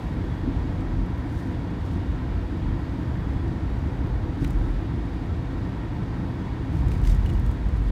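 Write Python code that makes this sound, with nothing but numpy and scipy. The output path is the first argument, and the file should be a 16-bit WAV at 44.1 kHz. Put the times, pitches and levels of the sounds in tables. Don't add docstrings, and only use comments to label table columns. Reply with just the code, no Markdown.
import sys
import numpy as np
from scipy import signal
from scipy.fft import rfft, irfft, next_fast_len
from scipy.io import wavfile
from scipy.ndimage import uniform_filter1d

SR = 44100
rng = np.random.default_rng(int(sys.argv[2]) if len(sys.argv) > 2 else 0)


def to_wav(s):
    ch = np.atleast_2d(s).T
    pcm = np.round(np.clip(ch, -1, 1) * 32767)
    wavfile.write(sys.argv[1], SR, pcm.astype(np.int16))


def ratio(d):
    e = np.asarray(d, float) / 20
    return 10 ** e


N = 348831
TIME = np.arange(N) / SR
SLOW_TIME = TIME[::64]

# time in seconds, coarseness in dB.
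ROAD_COARSENESS = [
    (0.0, 1.6),
    (0.72, 1.7),
    (1.08, 0.56),
    (2.4, 0.6),
    (3.83, 1),
    (5.04, 0.06),
    (6.76, 0.85),
    (6.94, 0.9),
    (7.91, -0.9),
]
# pitch in Hz, width in Hz, level in dB.
BODY_MODES = [(26, 16, -16), (40.7, 9.8, 0.5), (52, 21, -3), (60, 13, -2.5)]
# pitch in Hz, width in Hz, level in dB.
CABIN_MODES = [(72.1, 24, 1), (93, 12.5, -2), (108.6, 24, -5.5), (124.4, 11.3, -2.5)]
# pitch in Hz, width in Hz, level in dB.
FLOOR_MODES = [(133.6, 29, -4), (155.2, 20.6, 1.5), (175.4, 23, 0.5), (186.5, 24, 0), (205, 18, -3),
               (228.3, 41, -5.5)]
# pitch in Hz, width in Hz, level in dB.
TYRE_AIR_MODES = [(245, 28, -6), (267.2, 30, 1), (292.7, 35, -4.5), (307.2, 17.5, -5), (331.2, 26.4, -3.5)]
# frequency in Hz, level in dB per Hz.
ROAR_COLOUR = [(210, -33), (350, -1), (430, -3), (530, -8), (620, -7.5), (950, -8), (1240, -13.5),
               (1910, -17), (2540, -23.5), (3490, -25), (5500, -34.5), (8000, -41.5), (11000, -47.5),
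               (15800, -53)]
# pitch in Hz, width in Hz, boost in dB.
ROAR_PEAKS = [(379, 20, 3), (494.6, 30, 5.5), (707, 45, 2.5), (959, 90, 3), (1325, 20, 6), (1570, 92, 3.5),
              (1863, 124, 5), (2232, 62, 5), (2450, 90, 2.5), (3770, 79, 4.5), (4430, 130, 2),
              (4770, 83, 5)]
# pitch in Hz, level in dB.
WHINE_TONES = [(1492, -76), (2818, -76.5), (3376, -72)]
# frequency in Hz, level in dB per Hz.
TRIM_COLOUR = [(1000, -5), (2500, -3.5), (5700, -5.5), (10000, -12.5), (15500, -18)]
# start in seconds, peak in dB, pitch in Hz.
TYRE_THUMPS = [
    (0.475, -18, 266),
    (1.452, -24, 260),
    (4.418, -16, 296.6),
]
# start in seconds, peak in dB, pitch in Hz.
TRIM_TINKS = [
    (4.447, -44, 1500),
    (6.918, -44, 2400),
    (7.05, -47, 2834),
    (7.073, -44, 4770),
    (7.1, -44, 3685),
    (7.261, -39.5, 2902),
    (7.293, -44, 2900),
    (7.302, -48, 2870),
    (7.351, -50, 2900),
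]
# peak time in seconds, swing in dB, pitch in Hz, length in seconds.
BODY_BUMPS = [(0.2, -31, 45.6, 0.073), (0.46, -29.5, 40.7, 0.082), (0.901, -26, 42, 0.047),
              (1.0, -27.5, 44, 0.056), (1.33, -29, 52.8, .06), (1.551, -28, 52, 0.036),
              (1.95, -30.5, 56, .05), (2.09, -29, 52, 0.052), (2.29, -28, 52, .05),
              (2.433, -27.5, 48.2, .06), (2.655, -27.5, 44, 0.07), (3.321, -27.5, 60.7, .07),
              (3.499, -29.5, 62.9, .08), (3.709, -28.5, 60, 0.054), (4.138, -26, 58, .05),
              (4.433, -27.5, 50.1, 0.053), (4.555, -20.5, 43.5, 0.046), (4.62, -19, 42.5, 0.046),
              (4.711, -24, 42.3, 0.057), (5.059, -29.5, 51, .08), (6.837, -23, 61, 0.051),
              (6.919, -21, 52, 0.039), (7.01, -21, 43, .04), (7.094, -15.5, 43.95, .05),
              (7.21, -18.5, 50, 0.038), (7.368, -20.5, 46.6, 0.036), (7.45, -21.5, 50.8, .04),
              (7.649, -24, 54.07, 0.071), (7.799, -22.5, 49.1, 0.074), (7.891, -20, 49.6, 0.039)]
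# peak time in seconds, level in dB.
CABIN_BLOWS = [(0.36, -30.5), (0.57, -27), (0.95, -27), (1.15, -29), (1.55, -31), (1.68, -31),
               (1.86, -28.5), (1.98, -27), (2.39, -27), (2.75, -29.5), (3.09, -27), (3.36, -28),
               (3.47, -29), (3.62, -28), (3.84, -25.5), (4.04, -28), (4.17, -27), (4.26, -28.5),
               (4.44, -25.5), (4.6, -27.5), (4.93, -27.5), (5.34, -26.5), (5.61, -29), (6.76, -25),
               (6.85, -22.5), (6.99, -24), (7.13, -22.5), (7.26, -21), (7.43, -22), (7.73, -24.5)]
# peak time in seconds, level in dB.
FLOOR_DRUMS = [(0.16, -31), (0.31, -34.5), (0.44, -35), (0.75, -33), (1.05, -35), (1.48, -31.5),
               (1.67, -33), (1.95, -30.5), (2.57, -33), (2.71, -31.5), (2.96, -35.5), (3.2, -31.5),
               (3.57, -31.5), (3.8, -35.5), (4.02, -35.5), (4.43, -30), (4.56, -35), (4.93, -33),
               (5.69, -32.5), (6.0, -31), (6.22, -32), (6.42, -33.5), (6.75, -28), (6.98, -33.5),
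               (7.15, -29.5), (7.29, -31), (7.39, -31), (7.7, -33)]
# peak time in seconds, level in dB.
TYRE_SLAPS = [(0.18, -34.5), (0.48, -36), (0.66, -32), (0.82, -34), (0.97, -33), (1.24, -37), (1.46, -33.5),
              (1.64, -35), (1.94, -32), (2.53, -33), (2.66, -36), (2.96, -34), (3.3, -34), (3.45, -33),
              (3.64, -34.5), (3.85, -34), (4.03, -34), (4.28, -33.5), (4.43, -28.5), (4.55, -37),
              (4.84, -36), (4.95, -35), (5.19, -35.5), (5.52, -34), (5.94, -36), (6.21, -36), (6.4, -36),
              (6.71, -33)]
# peak time in seconds, level in dB, length in seconds.
TRIM_FITS = [(0.0, -67, .1), (1.375, -64, .1), (1.89, -67.5, .09), (4.455, -62.5, .06), (4.558, -69, 0.22),
             (6.767, -63.5, 0.051), (6.93, -61, .06), (7.067, -55.5, 0.032), (7.1, -55, 0.032),
             (7.14, -61, .03), (7.273, -64, .1), (7.47, -68, .05), (7.52, -70, .04), (7.85, -69, 0.28)]
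# start in seconds, peak in dB, low part in dB.
SMOOTH_ROAD_TICKS = [(0.807, -51, 2), (1.0614, -53, 3), (1.1786, -52, 1), (1.1994, -53, 3),
                     (1.8524, -53, 0), (3.0294, -55.5, 5), (3.3336, -52.5, 0), (3.4794, -54, 4),
                     (3.7894, -54, 0), (3.872, -56, 2.5), (4.0698, -53, 2), (4.1685, -57, 0),
                     (4.4247, -50, -3), (4.4344, -52, -1), (4.443, -38, -2.5), (4.4467, -40.5, 8),
                     (4.4677, -49, -6), (4.4756, -42, -8), (4.5056, -38, -10.5), (5.1414, -56, 1),
                     (5.5774, -56, 2), (5.693, -53, -2)]
# start in seconds, peak in dB, low part in dB.
BROKEN_ROAD_TICKS = [(6.73, -54, 3), (6.7564, -48, -5), (6.7689, -47, -4), (6.7894, -50, 2.5),
                     (6.8632, -51, 2), (6.8822, -41, -2.5), (6.9162, -42.5, 5), (6.9378, -46, -3),
                     (6.9514, -47, -2.5), (7.015, -45, -5), (7.0362, -48, -1), (7.0495, -41, 3),
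                     (7.072, -35, 2), (7.0993, -39, -4), (7.1173, -47, -5), (7.1474, -38.5, -9),
                     (7.2593, -39, -3), (7.2917, -50, 9), (7.299, -46, 7.5), (7.3351, -44, -4),
                     (7.3514, -52, 1), (7.397, -42, -4), (7.4629, -41, -5.5), (7.5022, -54, -2),
                     (7.5135, -44, -3), (7.5382, -55, -3), (7.687, -51, 7.5), (7.7726, -51, -2),
                     (7.825, -52, -3), (7.8844, -50, -0.5)]

HISS_FOLLOWS, BODY_FOLLOWS = 0.43, 1
BODY_BED_DB, CABIN_BED_DB, FLOOR_BED_DB, TYRE_AIR_BED_DB, TRIM_BED_DB = -35, -32, -37.5, -38.5, -70.5
BLOW_S, DRUM_S, SLAP_S = 0.063, 0.056, 0.05


def unit(x):
    return x / np.sqrt(np.mean(x ** 2))


def shape(x, gain_at):
    size = next_fast_len(N)
    hz = np.arange(1, size // 2 + 2) * SR / size
    return irfft(rfft(x, size) * gain_at(hz), size)[:N]


def slope(points):
    hz, db = np.transpose(points)
    return lambda f: ratio(np.interp(np.log(f), np.log(hz), db))


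def bell(f, hz, width):
    return 1 / (1 + ((f - hz * hz / f) / width) ** 2)


def walk(rate):
    k = int(SR / rate)
    held = np.repeat(rng.standard_normal(N // k + 1), k)
    return unit(uniform_filter1d(uniform_filter1d(held, k), k)[:N])


def smooth(control):
    return np.interp(TIME, SLOW_TIME, control)


def add(out, start_s, x):
    i = int(start_s * SR)
    out[i:i + len(x)] += x[:N - i]


def swells(events):
    peak_s, db, length = np.transpose(events)[:, :, None]
    late = (SLOW_TIME - peak_s) / np.maximum(length, 0.01)
    late = np.where(late < 0, late / 0.73, late)
    return ratio(2 * db) * np.exp(-late ** 2)


def struck(bed_db, events, patchy_db, rate):
    bed = ratio(2 * (bed_db + patchy_db * walk(rate)))
    return 10 * np.log10(bed + smooth(swells(events).sum(axis=0)))


def shaken(modes, db, even_s):
    def response(f):
        return np.sqrt(sum(ratio(2 * gain) * bell(f, hz, width) ** 2 for hz, width, gain in modes))

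    x = shape(rng.standard_normal(N), response)
    k = int(even_s * SR)
    power = uniform_filter1d(uniform_filter1d(x ** 2, k), k)
    return ratio(db) * x / np.sqrt(power)


def whine():
    out = np.zeros(N)
    for hz, db in WHINE_TONES:
        level = ratio(db + 4.2 * walk(4.6)) * np.sqrt(2)
        pitch = hz + 7.6 * walk(9)
        out += level * np.sin(2 * np.pi * np.cumsum(pitch) / SR)
    return out


def chatter(rate, spread_db, top_db, ring_s):
    chance = rng.random((2, N))
    size_db = np.minimum(-spread_db * np.log(1 - chance[1]), top_db)
    contacts = (chance[0] < rate / SR) * ratio(size_db)
    puffs = signal.lfilter([1], [1, -np.exp(-1 / (ring_s * SR))], contacts)
    return unit(puffs * rng.standard_normal(N))


def trim_rattle():
    shake_db = struck(TRIM_BED_DB, TRIM_FITS, 0.3, 3)
    power = np.maximum(ratio(2 * shake_db) - ratio(2 * -71), 0)
    crackle = unit(shape(chatter(1500, 2.9, 11, 0.0024), slope(TRIM_COLOUR)))
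    faint_ticks = unit(shape(chatter(150, 3.0, 8, 0.003), lambda f: bell(f, 12500, 7000)))
    return ratio(4.5) * np.sqrt(power) * crackle + ratio(-84 + 1.5 * walk(4.4)) * faint_ticks


def trim_ticks():
    out, t = np.zeros(N), TIME[:2048]
    f = np.arange(1, 1026) * SR / 2048
    for start_s, db, low_db in SMOOTH_ROAD_TICKS + BROKEN_ROAD_TICKS:
        noise = rfft(rng.standard_normal(2048))
        env = (1 - np.exp(-t / 0.00091)) * ratio(db - 60 * t / 0.016)
        dull = unit(irfft(noise * bell(f, 2300, 2500)))
        middle = unit(irfft(noise * bell(f, 6500, 5100)))
        bright = unit(irfft(noise * bell(f, 12000, 9700)))
        bright_db = -11.5 - 0.25 * low_db
        add(out, start_s, env * (ratio(low_db + 1.0) * dull + ratio(-10.5) * middle + ratio(bright_db) * bright))
    return out


def rings(events, rise_s, t60_s):
    out, t = np.zeros(N), TIME[:int(0.2 * SR)]
    env = (1 - np.exp(-t / rise_s)) * ratio(-60 * t / t60_s)
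    env = env / env.max()
    for start_s, db, hz in events:
        add(out, start_s, ratio(db) * env * np.sin(2 * np.pi * hz * t))
    return out


def seam_knocks():
    thumps = ratio(-3.0) * rings(TYRE_THUMPS, 0.007, 0.049)
    return thumps + rings(TRIM_TINKS, 0.00079, 0.032) + trim_ticks()


def tyre_roar(road_db):
    out = np.zeros(N)
    for hz in 400 * 2 ** np.arange(7):
        octave = lambda f: np.cos(np.pi / 2 * np.clip(np.log2(f / hz), -1, 1))
        band = shape(rng.standard_normal(N), octave)
        surface_db = road_db if hz < 1000 else HISS_FOLLOWS * road_db
        out += ratio(surface_db - surface_db.mean() + 0.38 * walk(8.3)) * band
    peaks = lambda f: ratio(sum(db * bell(f, hz, width) for hz, width, db in ROAR_PEAKS))
    return ratio(-41) * unit(shape(out, lambda f: slope(ROAR_COLOUR)(f) * peaks(f)))


def tyre_air(bed_db):
    slaps = [(s, db - 1.9, SLAP_S) for s, db in TYRE_SLAPS]
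    return shaken(TYRE_AIR_MODES, struck(TYRE_AIR_BED_DB + bed_db, slaps, 2.06, 14), 0.061)


def floor_drumming(bed_db):
    drums = [(s, db - 1.6, DRUM_S) for s, db in FLOOR_DRUMS]
    return shaken(FLOOR_MODES, struck(FLOOR_BED_DB + bed_db, drums, 1.48, 13), 0.07)


def cabin_boom(bed_db):
    blows = [(s, db, BLOW_S) for s, db in CABIN_BLOWS]
    db = struck(CABIN_BED_DB + bed_db, blows, 1.54, 12)
    extra_db = 0.38 * (db + 29)
    lowest = shaken(CABIN_MODES[:1], db - 4.0 + 0.27 * extra_db, 0.1)
    return lowest + shaken(CABIN_MODES[1:], db - 2.5 - extra_db, 0.091)


def swing_pitch():
    power = swells([(s, db, 1.492 * length) for s, db, _, length in BODY_BUMPS])
    bump_hz = np.array(BODY_BUMPS)[:, 2]
    bed = ratio(2 * -42)
    return smooth((bump_hz @ power + bed * 52) / (power.sum(axis=0) + bed))


def body_bounce(bed_db):
    bumps = [(s, db, length) for s, db, _, length in BODY_BUMPS]
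    db = struck(BODY_BED_DB + bed_db, bumps, 2.5, 12)
    share = 0.92 / (1 + np.exp((-26 - db) / 4.0))
    swing = np.sqrt(2 * share) * ratio(db) * np.sin(2 * np.pi * np.cumsum(swing_pitch()) / SR)
    return swing + np.sqrt(1 - share) * shaken(BODY_MODES, db, 0.048)


def scene():
    road_s, coarse_db = np.transpose(ROAD_COARSENESS)
    road_db = np.interp(TIME, road_s, coarse_db)
    bed_db = BODY_FOLLOWS * road_db
    small_parts = whine() + trim_rattle() + seam_knocks()
    tyres = tyre_roar(road_db) + tyre_air(bed_db)
    body = floor_drumming(bed_db) + cabin_boom(bed_db) + body_bounce(bed_db)
    return (small_parts + tyres + body)[None]


def top_cut(x):
    return signal.sosfilt(signal.butter(12, 15740, fs=SR, output="sos"), x)


def record(dry):
    x = signal.sosfilt(signal.butter(4, 33, "high", fs=SR, output="sos"), dry)
    x = signal.sosfilt(signal.ellip(8, 0.2, 70, 15780, fs=SR, output="sos"), x)
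    x = x * np.sin(np.pi / 2 * np.minimum((TIME[-1] - TIME) / 0.008, 1))
    return top_cut(x)


dry = scene()
out = record(dry)
to_wav(out)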